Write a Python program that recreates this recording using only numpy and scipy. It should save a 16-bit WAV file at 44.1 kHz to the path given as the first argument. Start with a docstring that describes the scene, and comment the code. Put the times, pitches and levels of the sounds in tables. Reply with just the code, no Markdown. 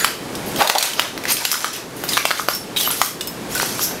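"""Slow footsteps on broken glass in a greenhouse

Six steps on a brick path, close to one microphone. Each sole grinds small splinters; larger shards
crack, chip, scrape on the brick and clink away. The glass walls give a short bright echo over a low
background rumble. The recorder ducks and overloads on the loud cracks."""
import sys
import numpy as np
from scipy import signal
from scipy.fft import rfft, irfft
from scipy.io import wavfile
from scipy.ndimage import uniform_filter1d

SR = 44100
rng = np.random.default_rng(int(sys.argv[2]) if len(sys.argv) > 2 else 0)


def inscribe(sig):
    """Save sig as 16-bit PCM at rate SR to the path in sys.argv[1].

    A 1-D sig is mono; a 2-D sig holds one channel per row.
    Samples are clipped to [-1, 1] before scaling.
    """
    pcm = np.round(np.clip(np.atleast_2d(sig).T, -1, 1) * 32767)
    wavfile.write(sys.argv[1], SR, pcm.astype(np.int16))


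N = 176400
TIME = np.arange(N) / SR
LOW_CUT_HZ = 310


def amp(db):
    return 10 ** (np.asarray(db) / 20)


def unit_rms(x):
    return x / np.sqrt(np.mean(x ** 2) + 1e-20)


def curve_at(points, hz):
    """Reads (f, value) points along a logarithmic frequency axis."""
    f, value = np.transpose(points)
    return np.interp(np.log(hz + 1), np.log(f + 1), value)


def add(mix, start_s, sound):
    part = mix[max(round(start_s * SR), 0):][:len(sound)]
    part += sound[:len(part)]


def colour(x, gain):
    """Filters x by a gain given as a function of frequency."""
    return irfft(rfft(x) * gain(np.fft.rfftfreq(len(x), 1 / SR)), len(x))


def noise(gain, size):
    return unit_rms(colour(rng.standard_normal(size), gain))


def band_noise(centre_hz, octaves, size):
    """Noise through one resonance."""
    return noise(lambda f: 1 / (1 + (np.log2((f + 1) / centre_hz) / octaves) ** 2), size)


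def flutter(size, depth_db, smooth_s):
    """A gain that wavers at random."""
    return amp(depth_db * noise(lambda f: np.exp(-f * smooth_s), size))


def low_cut(x, hz):
    return signal.sosfilt(signal.butter(2, hz, "high", fs=SR, output="sos"), x)


# Grinding underfoot on the path, one list per step: t/s, relative level/dB, treble tilt/(dB per octave)
FOOTSTEPS = [
    [(0, -24, 3), (.04, -32, 1.5), (.07, -24, -0.5), (.15, -36.5, 1)],
    [(.46, -38.5, 15), (.54, -39, 4), (.61, -22, 5), (.69, -39, -6.5), (.73, -38.5, -4.5), (.81, -33.5, -2),
     (.86, -23, 1.5), (.93, -36.5, 0.5), (1.05, -31, -2), (1.1, -40, 2)],
    [(1.26, -54, 6), (1.285, -23.5, 5), (1.315, -17, 3), (1.345, -32, 3), (1.42, -33.5, -1),
     (1.48, -29.5, 2.5), (1.54, -27, 4.5), (1.59, -33, 1.5), (1.67, -29, 1), (1.722, -42, 0),
     (1.737, -28.5, 4.5), (1.83, -43, -3)],
    [(1.96, -42, 13), (2.06, -41, -2), (2.095, -25.5, 3.5), (2.15, -25, 3), (2.23, -34, 2),
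     (2.28, -23.5, 3), (2.34, -33.5, -1), (2.4, -25, 5), (2.46, -45, 6), (2.51, -24, 1), (2.58, -60, -1)],
    [(2.76, -52, 0), (2.775, -26, 10), (2.815, -20, 7), (2.89, -31.5, 1), (2.915, -22, 2.5),
     (2.95, -31, 3.5), (3.0, -28, 8), (3.05, -23, 10), (3.12, -42, 2)],
    [(3.49, -53, 4), (3.515, -28, 5), (3.57, -28.5, 4), (3.63, -25.5, 3), (3.71, -31.5, 4),
     (3.78, -29, 2.5), (3.84, -26.5, 9), (3.89, -42.5, -4.5), (3.99, -46, -2.5)],
]
# Spectrum of the grit before the tilt: f/Hz, relative level/dB
GRIT_SPECTRUM = [(400, 5), (800, 7), (1500, 4.5), (3200, 6), (5300, 2), (7600, -4), (10000, -5.5),
                 (12500, -4.5), (16000, -20)]


def grinding(pitches=64, groups=16, ticks_per_s=3500, spread_db=3.5, decay_cycles=6.9, pivot_hz=6260):
    """Thousands of tiny splinters tick under the sole, each with its own short ring."""
    level, tilt = np.zeros(N), np.zeros(N)
    for step in FOOTSTEPS:
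        s, db, slope = np.transpose(step)
        level += amp(np.interp(TIME, s, db)) * (TIME >= s[0]) * (TIME <= s[-1])
        tilt += np.interp(TIME, s, slope, 0, 0)
    ticks = amp(spread_db * np.minimum(rng.exponential(1, N), 4)) * rng.choice([-1, 1], N)
    ticks *= rng.random(N) < ticks_per_s / SR
    group = rng.integers(0, groups, N)
    # each size of splinter breaks in bunches
    bunches = [flutter(N, depth_db=3, smooth_s=0.024) for _ in range(10)]
    t, grit, power = TIME[:1024], np.zeros(N), 0
    for hz in np.geomspace(450, 15500, pitches):
        ring = np.sin(2 * np.pi * hz * t) * np.exp(-t * hz / decay_cycles) * rng.choice([-1, 1])
        weight = amp(curve_at(GRIT_SPECTRUM, hz)) * np.sqrt(hz)
        breaks = ticks * (group == rng.integers(groups))
        breaks *= bunches[rng.integers(len(bunches))]
        ringing = unit_rms(signal.oaconvolve(breaks, ring)[:N])
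        grit += weight * ringing * amp(tilt * np.log2(hz / pivot_hz))
        power += weight ** 2
    return grit * level / np.sqrt(power)


# Shards cracking against the brick:
# t/s, relative level/dB, knock f/Hz, knock decay/cycles, splinters against the knock/dB
SHARD_CRACKS = [ (0.0458, 9, 1290, 0.93, -9.5), (0.6207, 1.5, 644, 0.97, -8), (0.6985, -6.5, 806, 1.8, 4),
                (.7512, -7, 734, 2.4, -2), (0.7564, -11.5, 740, 2.2, -6), (.9954, 4.5, 1580, 0.79, -10.5),
                (1.177, -14, 1830, 1, -7), (1.2539, -9, 1850, 2.1, -12), (1.4515, -8, 1400, 0.6, -4),
                (1.529, -11.5, 1210, 1.4, -5), (1.542, -15, 1420, 6.5, -2), (1.5546, -16.5, 1110, 2, -14),
                (1.6446, -5.5, 1260, 2.6, -7), (2.038, -19, 1520, 3, 0), (2.1702, 1, 1400, 0.65, -10),
                (2.1752, -3.5, 1206, 2.8, -1), (2.2533, 2.5, 1000, 0.51, -6), (2.307, 5, 1400, 0.54, -19),
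                (2.3125, 2.5, 1510, 0.91, -14.5), (2.3919, -10, 1410, 1, -13), (2.3966, -6, 1240, 2, -21),
                (2.486, 5.5, 1270, 0.78, -13), (2.8755, -6, 1220, 1.9, -18), (2.905, -17.5, 1356, 4.8, 1),
                (3.0156, 4.5, 1200, 1.75, -8.5), (3.555, -16, 1497, 8.6, -21),
                (3.5995, -0.5, 1440, 0.96, -17), (3.6301, 2.5, 950, 0.4, -28),
                (3.7936, -7.5, 1200, 1.1, -12.5)]
# Spectrum of the splinter burst: f/Hz, relative level/dB
SPLINTER_SPECTRUM = [(300, -67), (600, 7), (1500, 3.5), (3200, 3.5), (5000, -1), (8000, -10), (12000, -7.5),
                     (16000, -13)]


def crack(db, hz, cycles, splinter_db, rise_s=0.0001, splinter_s=0.0022, crumble_s=0.0029, size=4096):
    """A damped knock of the shard on the brick, a burst of splinters and a little crumbling."""
    t = TIME[:size]
    knock = -np.sin(2 * np.pi * hz * t) * np.exp(-t * hz / cycles)
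    burst = noise(lambda f: amp(curve_at(SPLINTER_SPECTRUM, f)), size)
    burst *= np.exp(-t / splinter_s) + amp(-16.5) * np.exp(-t / crumble_s)
    return amp(db) * (knock + amp(splinter_db) * burst) * (1 - np.exp(-t / rise_s))


# Small chips snapping off underfoot: t/s, relative level/dB, centre f/Hz, ring decay/s
SNAPPED_CHIPS = [(0.0447, -6.5, 3200, 0.0067), (.353, -17, 3580, 0.0017), (.561, -13.5, 3300, 0.0018),
                 (.674, -5.5, 3930, 0.0034), (0.6945, -11, 4250, 0.0056), (0.7834, -3.5, 4570, 0.0023),
                 (.807, -15, 5710, 0.0043), (0.827, -3, 3490, 0.0013), (.934, -15.5, 3060, 0.0046),
                 (0.9958, -8, 3230, 0.0063), (1.019, -14, 3470, .005), (1.238, -18.5, 2200, 0.003),
                 (1.304, -16, 3140, 0.007), (1.319, -8.5, 9500, 0.0065), (1.369, -12.5, 3300, 0.0022),
                 (1.4517, -5.5, 2864, 0.0041), (1.5156, -4.5, 5200, 0.0014), (1.52, -11, 11500, 0.0018),
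                 (2.038, -20.5, 13600, 0.013), (2.0896, -11.5, 4860, 0.0067), (2.1335, -11.5, 3770, 0.011),
                 (2.254, -13, 2720, 0.012), (2.77, -10.5, 3810, 0.014), (2.804, -14.5, 3360, 0.014),
                 (2.911, -11.5, 10700, 0.0069), (3.016, -4, 4450, 0.0024), (3.2096, -12.5, 3360, 0.002),
                 (3.273, -12.5, 12200, 0.0011), (3.5506, -10.5, 8100, 0.0011), (3.577, -17, 4200, .003),
                 (3.622, -11.5, 5940, 0.0039)]


def chip(db, hz, decay_s, snap_s=0.0047, size=4096):
    """A sharp snap and the brief ring of a small piece held under the sole."""
    t = TIME[:size]
    ring = band_noise(hz, octaves=0.066, size=size)
    ring /= abs(signal.hilbert(ring))  # the pitch wanders, the decay stays smooth
    snap = band_noise(hz, octaves=2.1, size=size) * np.exp(-t / snap_s)
    return amp(db) * (ring * np.exp(-t / decay_s) + amp(-3.5) * snap)


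# Shards dragged over the brick: peak t/s, rise/s, fall/s, relative level/dB, centre f/Hz, width/octaves
SHARD_SCRAPES = [(.018, 0.035, 0.018, -22.5, 1600, 0.18), (.618, .014, 0.016, -11, 730, 0.6),
                 (.62, 0.016, 0.011, -17, 1970, 0.73), (.652, 0.0076, 0.013, -14.5, 700, 0.84),
                 (.76, .004, 0.016, -15, 764, 0.37), (1.31, 0.026, 0.012, -22, 2240, 1),
                 (2.195, 0.018, 0.028, -23.5, 2300, 0.19), (2.773, 0.0053, 0.03, -19.5, 3100, 0.13),
                 (2.853, 0.0047, 0.0075, -16.5, 2980, 0.022), (2.88, 0.022, .03, -24, 12600, 0.031),
                 (2.498, .006, 0.022, -29, 12900, .035), (3.838, 0.019, 0.028, -22.5, 11940, 0.077),
                 (3.841, 0.026, 0.03, -23.5, 5670, 0.29)]


def scrape(lead_s, rise_s, fall_s, db, hz, octaves, size=16384):
    """Uneven slips drive one resonance of a dragged shard, peaking after lead_s."""
    t = TIME[:size] - lead_s
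    slips = unit_rms(flutter(size, depth_db=1, smooth_s=0.0011))
    swell = np.exp(-np.where(t < 0, (t / rise_s) ** 2 / 2, t / fall_s))
    return amp(db) * band_noise(hz, octaves, size) * slips * swell


# Loose shards ringing on the path: t/s, relative level/dB, t60/s, stronger f/Hz, weaker f/Hz
LOOSE_SHARDS = [(.002, -31, 0.23, 6950, 10770), (1.321, -27.5, 0.16, 8600, 12330),
                (1.732, -41, 0.23, 11240, 5110), (2.532, -32, 0.31, 5434, 10010),
                (2.549, -27.5, 0.09, 5445, 12100), (2.763, -28, 0.13, 3834, 2492),
                (3.014, -37.5, 0.23, 4760, 10170), (3.21, -37.5, 0.25, 2896, 5100),
                (3.275, -40.5, 0.15, 5200, 11800)]


def clink(db, t60, partials, partial_step_db=-3.5, tick_s=0.024, size=22050):
    """A tick, two rattling partials of a loose shard, and its neighbours ringing faintly."""
    t = TIME[:size]
    fade = amp(-60 * t / t60)
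    ring = np.zeros(size)
    for k, hz in enumerate(partials):
        rattle = flutter(size, depth_db=4.5, smooth_s=0.01)
        damping = max(hz / partials[0], 1) ** 0.47  # a partial above the first dies faster
        ring += amp(k * partial_step_db) * rattle * np.sin(2 * np.pi * hz * t) * fade ** damping
    neighbours = unit_rms(sum(np.sin(2 * np.pi * hz * t) for hz in rng.uniform(2000, 14000, 14)))
    tick = band_noise(4800, octaves=2.5, size=size) * np.exp(-t / tick_s)
    return amp(db) * (ring + amp(-15) * neighbours * fade ** 2 + amp(-4) * tick)


# Decay of the greenhouse echo: f/Hz, t60/s
ECHO_DECAY = [(250, 0.067), (800, 0.24), (3000, 0.45), (16000, 0.26)]
# Colour of the echo at the microphone: f/Hz, relative level/dB
ECHO_SPECTRUM = [(250, -16), (700, -14), (1500, -4), (3000, -7.5), (6000, -0.5), (12000, -0.5), (16000, -4)]


def wall_echo(rise_s=0.0013, size=32768):
    """A short, bright, diffuse tail off the glass walls."""
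    hz, t, bands = signal.stft(rng.standard_normal(size), SR, nperseg=256)
    t60 = curve_at(ECHO_DECAY, hz)[:, None]
    bands *= amp(curve_at(ECHO_SPECTRUM, hz)[:, None] - 60 * t / t60)
    bands *= np.sqrt(2 * np.log(1000) / (t60 * SR))  # a longer decay adds no energy
    tail = signal.istft(bands, SR, nperseg=256)[1][:size]
    return tail * np.minimum(TIME[:size] / rise_s, 1)


def greenhouse(x, tails=12):
    """Several random echo tails are crossfaded so the echo stays diffuse, without steady pitches."""
    blend = np.linspace(0, tails - 1, N)
    crossfades = (np.sqrt(np.maximum(1 - abs(blend - k), 0)) for k in range(tails))
    return sum(signal.oaconvolve(x * share, wall_echo())[:N] for share in crossfades)


# Background rumble at the microphone: f/Hz, relative level/dB
RUMBLE_SPECTRUM = [(30, -8), (100, -9), (120, -1.5), (350, 0.5), (520, -3), (800, -8), (3000, -17),
                   (12000, -25.5), (16000, -35)]
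# Its level, with set dips where the recorder ducks: t/s, level/dB
RUMBLE_LEVEL = [(0, -31.5), (.2, -30), (.6, -25), (.72, -41.5), (.9, -39), (1.0, -33), (1.28, -29),
                (1.5, -39.5), (1.75, -36.5), (2.12, -28.5), (2.3, -36), (2.85, -30), (3.1, -33.5),
                (3.55, -28), (4, -30)]


def rumble():
    """Low background rumble, ducked by the recorder after loud cracks and then recovering."""
    steady = noise(lambda f: amp(curve_at(RUMBLE_SPECTRUM, f)), N)
    return steady * amp(np.interp(TIME, *np.transpose(RUMBLE_LEVEL)))


def scene():
    """Glass underfoot, the echo off the walls and the rumble meet at one microphone."""
    trodden, loose = amp(3.5) * grinding(), np.zeros(N)
    for s, *row in SHARD_CRACKS:
        add(trodden, s, amp(1.5) * crack(*row))
    for s, *row in SNAPPED_CHIPS:
        add(trodden, s, amp(-2) * chip(*row))
    for peak_s, rise_s, *row in SHARD_SCRAPES:
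        lead_s = min(peak_s, 3 * rise_s)
        add(trodden, peak_s - lead_s, amp(0.5) * scrape(lead_s, rise_s, *row))
    for s, db, t60, *partials in LOOSE_SHARDS:
        add(loose, s, amp(7) * clink(db, t60, partials))
    trodden = low_cut(trodden, LOW_CUT_HZ)  # small shards radiate little bass
    echo = greenhouse(trodden + amp(-5) * loose)
    return (trodden + loose + echo + rumble())[None]


def record(dry):
    """The recorder ducks after loud cracks, cuts deep bass, overloads on peaks and limits the treble."""
    threshold_db, duck_share, ceiling, top_hz = -20, 0.31, 0.76, 15750
    power = signal.lfilter([1 / 300], [1, 1 / 300 - 1], dry[0] ** 2)
    fall_db = 72 * TIME  # the held peak level sinks steadily
    held_db = np.maximum.accumulate(10 * np.log10(power + 1e-12) + fall_db) - fall_db
    over_db = np.maximum(held_db - threshold_db, 0)
    x = dry * amp(-duck_share * uniform_filter1d(over_db, size=128))
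    x = low_cut(x, hz=45)
    overload = x / (1 + (x / ceiling) ** 6) ** (1 / 6) - x
    x += colour(overload, lambda f: 1 - np.exp(-(f / LOW_CUT_HZ) ** 2))  # flattened peaks add no bass
    band_limit = signal.firwin(511, top_hz, window=("kaiser", 9), fs=SR)
    return signal.oaconvolve(x, band_limit[None], "same")


dry = scene()
out = record(dry)
inscribe(out)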